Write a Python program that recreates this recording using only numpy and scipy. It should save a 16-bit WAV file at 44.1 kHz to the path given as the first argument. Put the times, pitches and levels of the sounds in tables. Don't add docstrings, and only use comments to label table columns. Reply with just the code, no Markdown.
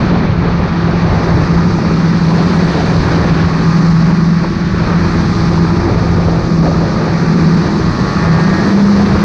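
import sys
import numpy as np
from scipy import signal
from scipy.io import wavfile
from scipy.ndimage import uniform_filter1d, minimum_filter1d, map_coordinates

SR = 44100
rng = np.random.default_rng(int(sys.argv[2]) if len(sys.argv) > 2 else 0)


def to_wav(sig):
    pcm = np.clip(np.atleast_2d(sig), -1, 1) * 32767
    pcm = np.round(pcm).astype(np.int16)
    wavfile.write(sys.argv[1], SR, pcm.T)


N = 407484
TIME_S = np.arange(N) / SR


def gain_of(db):
    return 10 ** (np.asarray(db) / 20)


def evened(x):
    return x / np.sqrt(np.mean(x ** 2) + 1e-20)


def columns(rows):
    time_s, *values = np.transpose(rows)
    return [np.interp(TIME_S, time_s, v) for v in values]


def drift(per_s):
    knots = rng.standard_normal(400)
    wander = map_coordinates(knots, [TIME_S * 2 * per_s], order=1)
    return wander * np.sqrt(1.5)


def tone(turns, db, blur, fade_db, per_s):
    phase = 2 * np.pi * (turns + rng.random()) + blur * drift(per_s)
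    level_db = db + fade_db * drift(per_s)
    return np.sqrt(2) * gain_of(level_db) * np.sin(phase)


def noise(colour, size, patchy_db, flicker_db):
    frames = N // (size // 4) + 5
    bin_hz = np.fft.rfftfreq(size, 1 / SR)
    real, imaginary, patches = rng.standard_normal((frames, len(bin_hz), 3)).T
    patches = uniform_filter1d(patches, size=size // 64, axis=0)
    patches = evened(uniform_filter1d(patches, size=8192 // size, axis=1))
    flicker = evened(uniform_filter1d(rng.standard_normal(frames), size=4096 // size))
    colour_hz, colour_db = np.transpose(colour)
    shape_db = np.interp(np.log(bin_hz + 1), np.log(colour_hz), colour_db, left=-np.inf, right=-np.inf)
    level_db = shape_db[:, None] + patchy_db * patches + flicker_db * flicker
    spectra = (real + 1j * imaginary) * gain_of(level_db)
    sound = signal.istft(spectra, nperseg=size, noverlap=size * 3 // 4)[1]
    return evened(sound[:N])


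# time_s, speed [turns per s]
CRANK_SPEED = [(0, 89.6), (.65, 89), (1.6, 89.55), (2.0, 90.9), (2.65, 91.15), (3.3, 92.4), (4.0, 92.97),
               (4.6, 94.1), (4.8, 93.95), (5.25, 92.75), (5.75, 90.25), (6.25, 87.3), (6.55, 86.4),
               (6.8, 86.9), (7.5, 90.03), (7.85, 92.4), (8.25, 94.4), (8.45, 96.2), (8.63, 98.7),
               (8.8, 100.1), (9.0, 100.9), (9.24, 101.2)]
# time_s, level_db
FIRING_LEVEL = [(0, -18), (.45, -26), (1.4, -24.5), (1.7, -18.5), (2.5, -20), (3.1, -27), (3.6, -19.5),
                (4.1, -12.5), (4.5, -19.5), (5.2, -21.5), (6.05, -34.5), (6.6, -27), (7.05, -26),
                (7.4, -13.5), (7.65, -20.5), (8.2, -25), (8.4, -14.5), (8.65, -13.5), (8.85, -7.5),
                (9.05, -9), (9.24, -16)]
# time_s, growl_db [multiples 3 to 6],
# rasp_db [multiples 7 and up], brightness_db [per octave above the tenth multiple]
ENGINE_LOAD = [(0, -43, -42, -6), (.6, -41, -38, -7), (1, -38, -37, -8), (1.5, -40, -37.5, -7),
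               (2, -38, -39, -5), (2.5, -36, -40, -2), (3, -34, -40, -1), (3.5, -38, -37, -3),
               (3.9, -45, -38, -3), (4.4, -45, -42, -1), (4.75, -42, -42, -1), (5, -37, -39.5, -4),
               (5.4, -45, -38, -7), (5.8, -42, -36, -9), (6.2, -38, -40, -6), (6.7, -37, -42, -6),
               (7.1, -37, -39, -3), (7.4, -36, -39, -2), (7.75, -40, -38, -2), (8.1, -44, -36, 1),
               (8.3, -45, -35, 4), (8.58, -45, -35, 5), (8.8, -44, -39, 1), (9.24, -40, -39, -3)]
# pitch_hz, width_hz [between the points 6 dB down], gain_db
EXHAUST_RESONANCES = [(275, 40, 8.5), (368, 50, 7.5), (440, 50, -4), (530, 60, 2.5), (700, 60, -4),
                      (835, 80, 2), (905, 50, 2), (1000, 65, 4), (1132, 105, 7), (1218, 50, 1),
                      (1312, 50, 1), (1420, 120, -2), (1650, 130, .5), (1840, 170, 2.5), (1960, 80, -6)]
# [relative, per Hz]
RUSH_COLOUR = [(500, -2.5), (800, -1.5), (1100, 2.5), (1400, 1.5), (1900, -1), (2100, -5.5), (2400, -4.5),
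               (2900, -22)]
CRANK_SHAKE = .012
HIGH_EVEN_DB = -4.5
CLATTER_DB, CLATTER_GATE = 2., .9


def engine():
    crank_hz, = columns(CRANK_SPEED)
    firing_db, = columns(FIRING_LEVEL)
    growl_db, rasp_db, bright_db = columns(ENGINE_LOAD)
    smooth_hz = uniform_filter1d(crank_hz, size=SR // 5, mode="nearest")
    turns = np.cumsum(smooth_hz) / SR
    turns = turns + CRANK_SHAKE * drift(7.) / (2 * np.pi)
    out = tone(2 * turns, firing_db, blur=.15, fade_db=.7, per_s=10.)
    for k in range(3, 22):
        passed_power = 0
        for centre_hz, width_hz, gain_db in EXHAUST_RESONANCES:
            detuning = 2 * (k * crank_hz - centre_hz) / width_hz
            passed_power = passed_power + gain_of(2 * gain_db) / (1 + detuning ** 2) ** 2
        if k < 7:
            source_db = growl_db
        else:
            source_db = rasp_db + bright_db * max(np.log2(k / 10), 0)
        if k > 16 and k % 2 == 0:
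            source_db = source_db + HIGH_EVEN_DB
        out += np.sqrt(passed_power) * tone(k * turns, source_db, blur=.15, fade_db=.9, per_s=2.5)
    pulse = 1 + CLATTER_GATE * np.cos(2 * np.pi * turns)
    clatter = noise(RUSH_COLOUR, size=512, patchy_db=0., flicker_db=1.)
    return out + gain_of(rasp_db + CLATTER_DB) * pulse * clatter


# time_s, speed [lugs per s]
LUG_RATE = [(0, 171.7), (.75, 169.5), (1.0, 167.4), (1.5, 167.5), (2.0, 164.5), (2.25, 164.8),
            (2.55, 165.5), (2.75, 164.2), (4.0, 164.8), (4.5, 167.6), (5.0, 167.7), (5.25, 169), (5.5, 167),
            (5.7, 168), (5.9, 169.2), (6.75, 163.7), (7.5, 163.4), (8.0, 160.5), (8.3, 163.8), (8.6, 164.5),
            (8.8, 169), (9.0, 171.5), (9.24, 173.7)]
# time_s, hum_db, octave_db
LUG_HUM = [(0, -27, -27), (.17, -13.5, -32), (.26, -20.5, -41), (.5, -13.5, -25), (.65, -19.5, -34),
           (.85, -15, -25), (1.1, -15.5, -36), (1.35, -14, -26), (1.41, -12.5, -23), (1.46, -21, -42),
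           (1.52, -13.5, -29), (2.0, -12.5, -28), (2.45, -13, -31), (3.0, -15.5, -31), (3.58, -14, -30),
           (3.7, -9.5, -29), (3.95, -8.5, -35), (4.37, -11, -36), (4.44, -22, -27), (4.54, -26, -23),
           (4.65, -17, -30), (4.8, -17, -23.5), (4.95, -14.5, -25.5), (5.35, -17, -24), (5.66, -12, -26.5),
           (5.74, -16, -20), (5.87, -31, -17.5), (5.96, -15, -26), (6.36, -13, -32), (6.45, -24.5, -24),
           (6.52, -10, -22), (6.6, -12.5, -31), (6.95, -18, -30), (7.25, -11.5, -32), (7.58, -9.5, -35),
           (7.64, -21, -23), (7.8, -15.5, -23.5), (8.1, -28, -32), (8.3, -9, -33), (8.57, -12.5, -21.5),
           (8.68, -23, -27), (8.85, -25, -29.5), (9.1, -18, -31), (9.24, -22, -30)]
# time_s, level_db
WOBBLE_LEVEL = [(0, -32), (.9, -27), (1.4, -25), (1.9, -32), (2.5, -26), (3, -32), (4.7, -34), (5.1, -22),
                (6.2, -21), (6.6, -31), (7, -30), (7.4, -38), (9.24, -36)]
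# multiple [of the turn rate], level_db [re the wobble]
WOBBLE_MULTIPLES = [(2, -8), (4, -1), (5, 0)]
# multiple [of the turn rate], level_db [re the smoothed hum]
SIDE_MULTIPLES = [(6, -16), (10, -14)]
SPROCKET_TEETH = 8


def track():
    hum_db, octave_db = columns(LUG_HUM)
    wobble_db, = columns(WOBBLE_LEVEL)
    lugs = np.cumsum(columns(LUG_RATE)[0]) / SR
    sprocket_turns = lugs / SPROCKET_TEETH
    out = tone(lugs, hum_db, blur=.27, fade_db=1.3, per_s=11.)
    out += tone(2 * lugs, octave_db, blur=.8, fade_db=2., per_s=11.)
    for multiple, db in WOBBLE_MULTIPLES:
        out += tone(multiple * sprocket_turns, wobble_db + db, blur=.3, fade_db=1.5, per_s=3.)
    slow_hum_db = uniform_filter1d(hum_db, size=SR // 2)
    for multiple, db in SIDE_MULTIPLES:
        out += tone(multiple * sprocket_turns, slow_hum_db + db, blur=.6, fade_db=2., per_s=6.)
    return out


# time_s, lower_db, upper_db
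WHINE_LEVELS = [(0, -42.5, -51), (1.15, -33.5, -47), (1.9, -34, -40), (2.15, -43, -39.5), (3.1, -50, -50.5),
                (3.75, -29.5, -42), (4.4, -48, -49.5), (5.25, -33, -43), (6.2, -33.5, -44), (7.4, -36, -50),
                (7.9, -34.5, -44.5), (8.9, -43, -44), (9.24, -29, -42)]
LOWER_WHINE_HZ, UPPER_WHINE_HZ = 1222, 1313


def whines():
    lower_db, upper_db = columns(WHINE_LEVELS)
    lower = tone(LOWER_WHINE_HZ * TIME_S, lower_db, blur=.6, fade_db=1.2, per_s=12.)
    upper = tone(UPPER_WHINE_HZ * TIME_S, upper_db, blur=.6, fade_db=1.2, per_s=12.)
    return lower + upper


GRAIN_DB, GRAIN_PER_S = -11, 120
GRAIN_SPREAD_DB = 3.5
GRAIN_LOW_HZ, GRAIN_HIGH_HZ, GRAIN_PITCHES = 422, 1510, 8
GRAIN_T60_S, GRAIN_RISE_S = .015, .00065


def rough_grain():
    happens = rng.random(N) < GRAIN_PER_S / SR
    spread = np.minimum(rng.exponential(1, N), 4)
    knock_size = gain_of(GRAIN_SPREAD_DB * spread) * happens
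    kind = rng.integers(0, GRAIN_PITCHES, N)
    t = np.arange(2000) / SR
    envelope = (1 - np.exp(-(t / GRAIN_RISE_S) ** 2)) * gain_of(-60 * t / GRAIN_T60_S)
    knocks = np.zeros(N)
    for k, pitch_hz in enumerate(np.geomspace(GRAIN_LOW_HZ, GRAIN_HIGH_HZ, GRAIN_PITCHES)):
        ring = envelope * np.sin(2 * np.pi * pitch_hz * t)
        knocks += signal.oaconvolve(knock_size * (kind == k), ring)[:N]
    roar_db = columns(WIND_LEVELS)[2]
    return gain_of(GRAIN_DB + roar_db) * evened(knocks)


# start_s, level_db [envelope peak], pitch_hz,
# length_s [onset to envelope peak, raised to 0.001 if shorter]
HOUSING_THUMPS = [(0.602, -15, 460, .002), (0.935, -8, 350, 0.0022), (1.412, -12, 520, 0.0032),
                  (1.786, -9, 740, 0.00094), (1.85, -10, 1100, 0.00099), (1.902, -17, 1150, 0.001),
                  (1.911, -9, 447, 0.0013), (2.318, -11, 910, 0.00094), (2.534, -14, 850, .0012),
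                  (2.841, -7, 367, 0.0014), (3.155, -18, 480, .002), (3.249, -9, 540, .0015),
                  (3.312, -14, 735, .0012), (4.101, -16, 1000, 0.0013), (4.126, -18, 800, .0014),
                  (4.445, -10, 980, 0.0009), (4.744, -7, 357, 0.0017), (4.9, -13, 1200, 0.001),
                  (5.05, -12.5, 1020, .0015), (5.578, -14, 1000, 0.001), (5.647, -6, 340, 0.0016),
                  (5.879, -14, 790, 0.0025), (5.919, -6, 378, 0.0023), (5.958, -7, 450, 0.0014),
                  (6.186, -13, 348, 0.00098), (6.284, -6, 510, 0.0011), (6.666, -15, 706, 0.0014),
                  (6.68, -8, 615, 0.0014), (6.716, -9, 700, 0.00093), (7.327, -17, 363, 0.0018),
                  (7.642, -15, 360, .002), (7.663, -16, 1010, 0.0011), (7.688, -11, 680, 0.0011),
                  (7.792, -12, 402, 0.0056), (8.169, -10, 1260, 0.0015), (8.385, -11, 796, .0015),
                  (8.528, -8, 600, 0.0012), (8.721, -11, 350, 0.0015), (8.96, -15, 385, 0.0022),
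                  (9.063, -18, 410, 0.0022), (9.152, -13, 1050, 0.0018)]


def thumps():
    out = np.zeros(N + 2000)
    t = np.arange(2000) / SR
    for start_s, level_db, pitch_hz, length_s in HOUSING_THUMPS:
        u = t / max(length_s, .001)
        envelope = u * np.exp(1 - u)
        start = round(start_s * SR)
        out[start:start + 2000] += gain_of(level_db) * envelope * np.sin(2 * np.pi * pitch_hz * t)
    return out[:N]


# time_s, buffeting_db, rumble_db, roar_db, rush_db, hiss_db,
# hollow_db [fill of the hollow under the hiss]
WIND_LEVELS = [(0, -14, -11, -22, -22.5, -36.5, -34.5), (.35, -14.5, -18.5, -23.5, -27.5, -41.5, -37.5),
               (.8, -18, -19.5, -24, -26, -38.5, -36.5), (1.3, -13.5, -21, -20, -24, -35, -37),
               (1.75, -20, -14, -23.5, -26.5, -35, -40), (2.15, -21.5, -18.5, -27.5, -26.5, -34.5, -38),
               (2.45, -23, -13.5, -23, -24, -32.5, -35), (3.1, -14, -20, -20, -23.5, -32, -34.5),
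               (3.4, -18, -15.5, -21, -23.5, -34.5, -33), (3.55, -21, -16.5, -27, -25.5, -34, -38),
               (3.75, -19, -16.5, -27, -25, -32, -39), (4.3, -22, -16, -32, -28.5, -35.5, -43.5),
               (4.65, -19.5, -21, -31, -29, -36.5, -39), (4.85, -14.5, -18.5, -24, -24, -35, -38),
               (5.4, -20.5, -16, -27, -26, -32.5, -39), (5.85, -14.5, -17, -22, -27, -34.5, -40.5),
               (6.3, -14.5, -22.5, -19.5, -29, -35, -40.5), (6.55, -16.5, -16, -25, -29, -34.5, -45),
               (6.95, -16.5, -19, -21, -27.5, -35, -41), (7.45, -25.5, -13, -26, -25, -32.5, -41),
               (7.9, -17, -17.5, -24.5, -30.5, -33.5, -39), (8.3, -19, -15.5, -21, -24, -32, -37),
               (8.9, -22.5, -14, -20.5, -26, -31.5, -38), (9.15, -11.5, -17, -20, -23, -31.5, -34),
               (9.24, -20, -16, -17.5, -24, -33, -36)]
# peak_time_s, lift_db [negative for a dip]
ROAR_GUSTS = [(.16, 6), (.47, 7), (.88, 5.5), (1.31, 2.5), (1.4, 1.5), (1.79, -9), (2.3, 3), (2.4, 7.5),
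              (2.78, 5), (3.86, 5), (4.11, 9), (4.445, 12.5), (4.81, 3), (4.9, 6), (5.06, 4), (5.53, 7),
              (5.9, 7.5), (6.67, 9), (6.82, 4), (7.68, 8.5), (8.18, 2), (8.27, 2), (8.38, 6.5), (9.13, 3.5)]
# [relative, per Hz]
BUFFET_COLOUR = [(15, -20.5), (30, -11), (45, -4.5), (80, 0.5), (125, -1), (170, -1.5), (220, -25)]
RUMBLE_COLOUR = [(110, -14), (150, 3), (210, 7), (260, -5.5), (330, -4), (420, -8.5), (520, -27)]
ROAR_COLOUR = [(250, -1), (400, -1.5), (600, -6.5), (900, -10), (1300, -24)]
HOLLOW_COLOUR = [(1800, -16), (2500, -4.5), (3100, -6), (3700, -5), (4600, -5.5)]
HISS_COLOUR = [(2600, -15), (3300, -16), (3900, -5.5), (4450, -1.5), (5300, -7), (6200, -10.5),
               (6900, -24.5), (7800, -38.5), (9000, -48)]
FIZZ_COLOUR = [(6000, 0), (6800, -1), (7900, -8), (8600, -8), (9600, -18.5), (11000, -27.5), (13500, -33.5)]
GUST_S = .029
LUMPS_PER_S = 7.
RUSH_FOLLOWS, HOLLOW_FOLLOWS = .16, .23


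def wind():
    buffet_db, rumble_db, roar_db, rush_db, hiss_db, hollow_db = columns(WIND_LEVELS)
    buffet_db = buffet_db + 1.4 * drift(LUMPS_PER_S)
    rumble_db = rumble_db + 1.3 * drift(LUMPS_PER_S)
    gust_db = 1.4 * drift(LUMPS_PER_S)
    hiss_lumps_db = .21 * drift(LUMPS_PER_S)
    for peak_s, lift_db in ROAR_GUSTS:
        gust_db += lift_db * np.exp(-((TIME_S - peak_s) / GUST_S) ** 2)
    fizz_db = -52.5 + 1.7 * (hiss_db + 33.5)
    rush_db = rush_db + RUSH_FOLLOWS * gust_db
    hollow_db = hollow_db + HOLLOW_FOLLOWS * gust_db

    out = gain_of(buffet_db) * noise(BUFFET_COLOUR, size=4096, patchy_db=.3, flicker_db=2.5)
    out += gain_of(rumble_db) * noise(RUMBLE_COLOUR, size=2048, patchy_db=.4, flicker_db=1.1)
    out += gain_of(roar_db + gust_db) * noise(ROAR_COLOUR, size=1024, patchy_db=.8, flicker_db=.6)
    out += gain_of(rush_db) * noise(RUSH_COLOUR, size=512, patchy_db=1., flicker_db=.5)
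    out += gain_of(hollow_db) * noise(HOLLOW_COLOUR, size=512, patchy_db=.7, flicker_db=.7)
    out += gain_of(fizz_db) * noise(FIZZ_COLOUR, size=512, patchy_db=1., flicker_db=.1)
    out += gain_of(hiss_db + hiss_lumps_db) * noise(HISS_COLOUR, size=512, patchy_db=.2, flicker_db=.5)
    return out


def scene():
    machine = engine() + track() + whines()
    surroundings = rough_grain() + thumps() + wind()
    return (machine + surroundings)[None]


LIMIT_DB, LIMIT_SHARE = -2.2, .75
LIMIT_WINDOW = 500
EDGE_HZ = 14800


def record(dry):
    peak = -minimum_filter1d(-abs(dry[0]), size=LIMIT_WINDOW)
    excess_db = np.maximum(20 * np.log10(peak + 1e-9) - LIMIT_DB, 0)
    held = dry / gain_of(LIMIT_SHARE * uniform_filter1d(excess_db, size=LIMIT_WINDOW))
    held = held * np.minimum(np.arange(N) / 200, 1)
    low_pass = signal.firwin(511, EDGE_HZ, window=("kaiser", 9), fs=SR)
    return signal.oaconvolve(held, low_pass[None], "same")


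dry = scene()
out = record(dry)
to_wav(out)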